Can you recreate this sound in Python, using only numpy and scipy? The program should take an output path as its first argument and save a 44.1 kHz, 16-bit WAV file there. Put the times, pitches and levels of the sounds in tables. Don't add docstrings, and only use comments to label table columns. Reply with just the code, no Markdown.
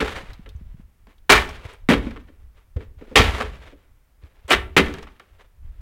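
import sys
import numpy as np
from scipy import signal
from scipy.fft import rfft, irfft, next_fast_len
from scipy.io import wavfile
from scipy.ndimage import map_coordinates

SR = 44100
rng = np.random.default_rng(int(sys.argv[2]) if len(sys.argv) > 2 else 0)


def inscribe(sig):
    pcm = np.round(np.clip(np.atleast_2d(sig).T, -1, 1) * 32767)
    wavfile.write(sys.argv[1], SR, pcm.astype(np.int16))


N = 256220
T = np.arange(SR // 3) / SR

# (time [s], crushing time [s], die-away t60 [s], crack level [dB], crack centre [Hz],
# centre lift [dB], splinter hiss level [dB], board knock level [dB], board pitch [Hz],
# panel boom level [dB], settling debris level [dB])
BLOWS = [(0.002, 0.0097, 0.059, -23, 1850, 9, -32, -23.5, 494, -27.5, -25.5),
         (1.294, 0.033, 0.21, -6, 1360, 2, -15, -14, 420, -22, -22.5),
         (1.888, 0.037, 0.13, -16.5, 2037, 3.5, -34, -12, 292, -23, -33),
         (3.155, 0.014, 0.26, -6.5, 3050, 6, -16.5, -13.5, 470, -16, -19.5),
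         (3.402, 0.0071, 0.12, -22, 1040, 7, -46.5, -28, 424, -29.5, -39.5),
         (4.506, 0.029, .11, -11.5, 2150, 5, -21.5, -21, 360, -26, -47.5),
         (4.765, 0.031, 0.092, -10.5, 2283, 7, -21.5, -12, 387, -27, -30)]
# (frequency [Hz], width [Hz], relative level [dB])
BOARD_MODES = [(718, 87, 3.5), (850, 60, -3), (1050, 67, -7), (1165, 57, 0.5), (1334, 16, -2),
               (1461, 24, -6.5), (1677, 22, -1.5), (1793, 17, -1), (2025, 76, 1), (1860, 19, -12),
               (2303, 42, 2.5), (2700, 500, 8.5), (2960, 35, -8.5), (3060, 20, -2.5), (3226, 23, 2.5),
               (3730, 140, 10.5), (4825, 22, -11.5), (4770, 24, -15)]
# (frequency [Hz], relative density [dB per Hz])
WOOD_SPECTRUM = [(60, -29), (250, -5), (500, -2.5), (1000, -0.5), (2200, -2), (3600, -8.5), (5200, -17.5),
                 (9000, -24.5), (16000, -36.5)]
# (frequency [Hz], relative density [dB per Hz])
FIBRE_SPECTRUM = [(500, -42.5), (2500, 4.5), (4500, 4), (8000, -7), (12000, -13.5), (16000, -19)]
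# (frequency [Hz], relative density [dB per Hz])
PANEL_SPECTRUM = [(15, -23), (35, -3), (55, 7.5), (90, -2.5), (130, -9.5), (200, -15.5), (500, -37),
                  (2000, -92.5)]


def amp(db):
    return 10 ** (np.asarray(db) / 20)


def unit(x):
    return x / np.sqrt(np.mean(x ** 2) + 1e-20)


def along(points, hz):
    f, v = np.transpose(points)
    return np.interp(np.log(hz + 1), np.log(f + 1), v)


def curve(rows):
    return np.interp(np.arange(N) / SR, *np.transpose(rows))


def colour(x, gain_db):
    m = 2 * next_fast_len(len(x) // 2 + 4096)
    hz = np.fft.rfftfreq(m, 1 / SR)
    cepstrum = irfft(np.log(amp(gain_db(hz)) + 1e-6))
    cepstrum[1:m // 2] *= 2
    cepstrum[m // 2 + 1:] = 0
    response = np.exp(rfft(cepstrum))
    return irfft(rfft(x, m) * response, m)[:len(x)]


def hump(hz, centre_hz, octaves, height_db):
    return height_db * np.exp(-.5 * (np.log2((hz + 1) / centre_hz) / octaves) ** 2)


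def add(track, s, x):
    start = max(0, round(s * SR))
    track[start:start + len(x)] += x[:max(0, N - start)]


def jitter(length, seconds):
    step = seconds * SR
    points = rng.standard_normal(int(length / step) + 4)
    return unit(map_coordinates(points, [np.arange(length) / step]))


def steady_noise(spectrum):
    return unit(colour(rng.standard_normal(N), lambda hz: along(spectrum, hz)))


def grains(size, rate, spread_db):
    moments = rng.random(size) < rate / SR
    signs = rng.choice([-1, 1], size)
    sizes = amp(spread_db * rng.standard_normal(size))
    return unit(moments * signs * sizes)


def stroke(rise, hold, t60):
    return (1 - np.exp(-T / rise)) * amp(-60 * np.maximum(T - hold, 0) / t60)


def driven(x, force):
    return unit(x) * np.sqrt(np.mean(force ** 2))


def swells(rows, rise, t60):
    power = np.zeros(N)
    for s, hold, db in rows:
        t = np.maximum(np.arange(N) / SR - s, 0)
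        decay = amp(db - 60 * np.maximum(t - hold, 0) / t60)
        power += (decay * (1 - np.exp(-t / rise))) ** 2
    return np.sqrt(power)


def ring(x, modes, ring_db):
    response = np.zeros(len(T))
    for hz, width, db in modes:
        pitch = hz * (1 + .008 * rng.standard_normal())
        decay = np.exp(-np.pi * max(width, 26) * T)
        response += amp(db + 2 * rng.standard_normal()) * decay * np.cos(2 * np.pi * pitch * T)
    return x + amp(ring_db) * signal.fftconvolve(x, response / np.linalg.norm(response))[:len(x)]


def outdoors(wind_db, air_db):
    # (time [s], relative level [dB])
    wind = [(0.0, -47), (0.69, -40.5), (0.89, -55.5), (1.41, -46.5), (2.09, -45.5), (2.54, -53),
            (3.27, -40), (4.14, -64.5), (4.76, -45), (4.95, -33.5), (5.21, -64), (5.81, -34.5)]
    # (frequency [Hz], relative density [dB per Hz])
    buffet_spectrum = [(10, -1.5), (25, 4.5), (52, 2.5), (90, -6), (140, -24), (250, -35), (500, -58),
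                       (2000, -88)]
    # (frequency [Hz], relative density [dB per Hz])
    air_spectrum = [(30, 8.5), (200, -3.5), (500, -9), (2000, -13.5), (4000, -22), (8000, -23.5),
                    (16000, -21)]
    gust_db, gust_s = 4.5, .06
    gusts = amp(curve(wind) + wind_db + gust_db * jitter(N, gust_s))
    return gusts * steady_noise(buffet_spectrum) + amp(air_db) * steady_noise(air_spectrum)


def yard(x, build_up_s, treble_db):
    # (frequency [Hz], t60 [s])
    reverberation = [(60, 0.23), (150, 0.49), (300, 0.48), (600, 0.33), (1500, 0.26), (3000, 0.26),
                     (6000, 0.22), (15000, 0.39)]
    hz, t, z = signal.stft(rng.standard_normal(SR), SR, nperseg=256)
    decay = amp(-60 * t / along(reverberation, hz)[:, None])
    tail = signal.istft(z * decay, SR, nperseg=256)[1]
    tail *= 1 - np.exp(-np.arange(len(tail)) / SR / build_up_s)
    echo = signal.fftconvolve(x, tail / np.linalg.norm(tail))[:N]
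    return colour(echo, lambda hz: along([(3000, 0.014), (7000, treble_db)], hz))


def sway():
    sway_db = -10.5
    rocking = swells([(s, 0, boom_db) for s, *_, boom_db, _ in BLOWS], rise=.03, t60=1)
    return amp(sway_db) * rocking * steady_noise(PANEL_SPECTRUM)


def sliding(body_db):
    pressure = amp(2.5 * jitter(N, .018))
    slips = ring(pressure * grains(N, rate=2200, spread_db=1.5), BOARD_MODES, ring_db=-26.5)
    tone = lambda hz: along(WOOD_SPECTRUM, hz) + hump(hz, 420, octaves=0.44, height_db=body_db)
    return unit(colour(slips, tone))


def patter(rate, t60):
    contacts = np.abs(grains(N, rate=rate, spread_db=2.5))
    return signal.fftconvolve(contacts, amp(-60 * T / t60))[:N] * rng.standard_normal(N)


def debris():
    rattle_db, tick_db = -7.5, -24
    unrest = swells([(s, 0, debris_db) for s, *_, debris_db in BLOWS], rise=.03, t60=0.68)
    taps = ring(patter(rate=75, t60=.04), BOARD_MODES, ring_db=-8.5)
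    rattle_tone = lambda hz: along(WOOD_SPECTRUM, hz) + hump(hz, 250, octaves=.6, height_db=2.5)
    rattle = unit(colour(taps, rattle_tone))
    ticks = unit(colour(patter(rate=75, t60=.015), lambda hz: along(FIBRE_SPECTRUM, hz)))
    return unrest * (sliding(body_db=3) + amp(rattle_db) * rattle + amp(tick_db) * ticks)


def scrape():
    # (start time [s], hold time [s], level [dB])
    scrapes = [(.03, .14, -38), (.48, 0.33, -66.5), (1.08, .025, -54), (1.6, 0.13, -46), (2.39, 0.039, -67),
               (2.54, 0.066, -61), (2.78, .05, -53.5), (2.975, 0.31, -56), (3.33, 0.057, -30),
               (3.61, 0.069, -47.5), (3.75, 0.12, -68), (4.215, 0.032, -59), (4.29, 0.47, -63),
               (4.478, .03, -29), (5.21, 0.017, -57), (5.25, 0.15, -66.5), (5.383, 0.017, -49.5),
               (5.62, 0.27, -66.5)]
    return swells(scrapes, rise=.012, t60=0.19) * sliding(body_db=8)


def snaps():
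    # (time [s], level [dB], pitch [Hz])
    snap_events = [(0.3326, -46, 3980), (0.49, -47, 3630), (0.5616, -65, 6050), (1.181, -60.5, 3380),
                   (1.302, -15, 4470), (1.491, -43.5, 5434), (1.734, -55.5, 9000), (4.48, -45.5, 8020),
                   (4.5027, -28, 7570)]
    out = np.zeros(N)
    force = stroke(rise=.0001, hold=.0013, t60=.04)
    for s, db, pitch_hz in snap_events:
        tone = lambda hz: (hump(hz, pitch_hz, octaves=.5, height_db=18)
                           + hump(hz, pitch_hz, octaves=.06, height_db=6))
        tick = driven(colour(force * rng.standard_normal(len(T)), tone), force)
        add(out, s, amp(db) * tick)
    return out


def thumps():
    # (time [s], peak level [dB], pitch [Hz])
    thump_events = [(0.232, -36, 157), (0.322, -34.5, 81), (0.393, -33, 177), (0.549, -25.5, 68.2),
                    (0.611, -36, 168.2), (0.743, -33, 129.2), (0.796, -36, 177.6), (1.65, -27.5, 87.9),
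                    (1.349, -17, 100), (1.889, -3.5, 235), (1.906, -3, 250), (2.069, -19.5, 233),
                    (2.761, -15.5, 78), (2.969, -34, 66), (3.08, -38, 329), (3.194, -8, 85.45),
                    (3.28, -22, 74.6), (4.233, -33, 70), (4.446, -34.5, 69), (4.77, -7.5, 190),
                    (4.938, -31, 83), (5.644, -31.5, 63.4)]
    cycles = 2.7
    out = np.zeros(N)
    for s, db, hz in thump_events:
        onset = (1 - np.exp(-T * hz)) ** 2
        swing = np.sin(2 * np.pi * hz * T) * onset * amp(-60 * T * hz / cycles)
        add(out, s, amp(db) * swing / np.abs(swing).max())
    return out


def crack(force, centre_hz, lift_db, treble_db):
    clumps = amp(2.5 * jitter(len(T), .002))
    impulses = force * clumps * grains(len(T), rate=3000, spread_db=3)
    breaks = ring(impulses, BOARD_MODES, ring_db=-12)
    tone = lambda hz: (along(WOOD_SPECTRUM, hz) + hump(hz, centre_hz, octaves=0.67, height_db=lift_db)
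                       + along([(3000, 0.0022), (9000, treble_db)], hz))
    return driven(colour(breaks, tone), force)


def splinters(force):
    spurts = amp(4.5 * jitter(len(T), .0015))
    tears = force * spurts * grains(len(T), rate=5700, spread_db=2)
    return driven(colour(tears, lambda hz: along(FIBRE_SPECTRUM, hz)), force)


def knock(force, pitch_hz):
    # (frequency [Hz], width [Hz], relative level [dB])
    hollow_modes = [(169, 28, -3), (221, 27, 1), (282, 27, 2), (378, 36, -3), (424, 34, 1), (485, 45, -6),
                    (560, 70, -10)]
    # (frequency [Hz], relative density [dB per Hz])
    note_spectrum = [(30, -25.5), (110, -17.5), (170, -1.5), (230, 3.5), (330, 0), (440, 2.5), (560, 0),
                     (750, -15.5), (1500, -30), (5000, -67)]
    push = ring(force * rng.standard_normal(len(T)), hollow_modes, ring_db=-20.5)
    tone = lambda hz: along(note_spectrum, hz) + hump(hz, pitch_hz, octaves=0.16, height_db=5.5)
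    return driven(colour(push, tone), force)


def boom(force):
    push = force * rng.standard_normal(len(T))
    return driven(colour(push, lambda hz: along(PANEL_SPECTRUM, hz)), force)


def knocks():
    # (time [s], clack level [dB], edge tick level [dB], knock level [dB], board pitch [Hz])
    landings = [(0.016, -27, -42, -22, 472), (0.078, -32.5, -42, -57, 434), (0.162, -42, -46.5, -43, 440),
                (0.46, -49, -75, -47.5, 437), (1.069, -57, -61.5, -53, 300), (1.422, -31, -48, -48, 408.4),
                (2.067, -44, -60.5, -31, 250), (2.108, -44.5, -53, -47, 292), (2.161, -42.5, -69, -41, 306),
                (2.283, -58, -81, -49.5, 311.6), (2.764, -51, -54.5, -36, 417),
                (2.806, -49.5, -63, -41.5, 477), (3.01, -54.5, -69, -39, 432), (3.112, -63, -67, -37, 470),
                (3.192, -19.5, -38.5, -15.5, 246.2), (3.724, -63, -81, -46, 348),
                (4.235, -63, -63, -58, 278), (4.861, -34, -48, -45.5, 400), (4.881, -39, -46, -29, 294),
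                (4.9392, -40.5, -40.5, -46, 400), (4.983, -43, -46.5, -39, 410),
                (5.027, -46, -46, -62, 440), (5.07, -46, -64, -55.5, 428), (5.1972, -46.5, -52, -56.5, 422)]
    thud_db = -8
    out = np.zeros(N)
    contact = 1 + .7 * np.exp(-T / .004)
    chatter = stroke(rise=.0003, hold=.007, t60=.09)
    for s, clack_db, tick_db, knock_db, pitch_hz in landings:
        clack = crack(contact * chatter, centre_hz=1410, lift_db=5, treble_db=-6)
        tick = splinters(stroke(rise=.0001, hold=0.00202, t60=0.026))
        note = knock(stroke(rise=0.0003, hold=0.011, t60=0.11), pitch_hz)
        thud = boom(stroke(rise=0.00068, hold=0.0057, t60=0.026))
        low = note + amp(thud_db) * thud
        add(out, s, amp(clack_db) * clack + amp(tick_db) * tick + amp(knock_db) * low)
    return out


def blows():
    out = np.zeros(N)
    for (s, crush, fade, crack_db, centre_hz, lift_db,
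         hiss_db, knock_db, pitch_hz, boom_db, _) in BLOWS:
        crushing = stroke(rise=0.00049, hold=crush, t60=fade)
        tearing = stroke(rise=.0005, hold=crush * .4, t60=fade)
        striking = stroke(rise=0.00057, hold=crush * .5, t60=0.2)
        flexing = stroke(rise=0.021, hold=crush, t60=0.6)
        add(out, s, amp(crack_db) * crack(crushing, centre_hz, lift_db, treble_db=1.0))
        add(out, s + .002, amp(hiss_db) * splinters(tearing))
        add(out, s, amp(knock_db) * knock(striking, pitch_hz))
        add(out, s, amp(boom_db) * boom(flexing))
    return out


def scene():
    wood = blows() + knocks() + thumps() + snaps() + scrape() + debris() + sway()
    echo = amp(-14.5) * yard(wood, build_up_s=0.044, treble_db=-5.0)
    return (wood + echo + outdoors(wind_db=0.5, air_db=-65))[None]


def record(dry):
    ceiling, top_hz = .75, 16000
    clipped = dry / (1 + np.abs(dry / ceiling) ** 6) ** (1 / 6)
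    m = next_fast_len(N + SR)
    passband = np.fft.rfftfreq(m, 1 / SR) < top_hz
    return irfft(rfft(clipped, m) * passband, m)[:, :N]


dry = scene()
out = record(dry)
inscribe(out)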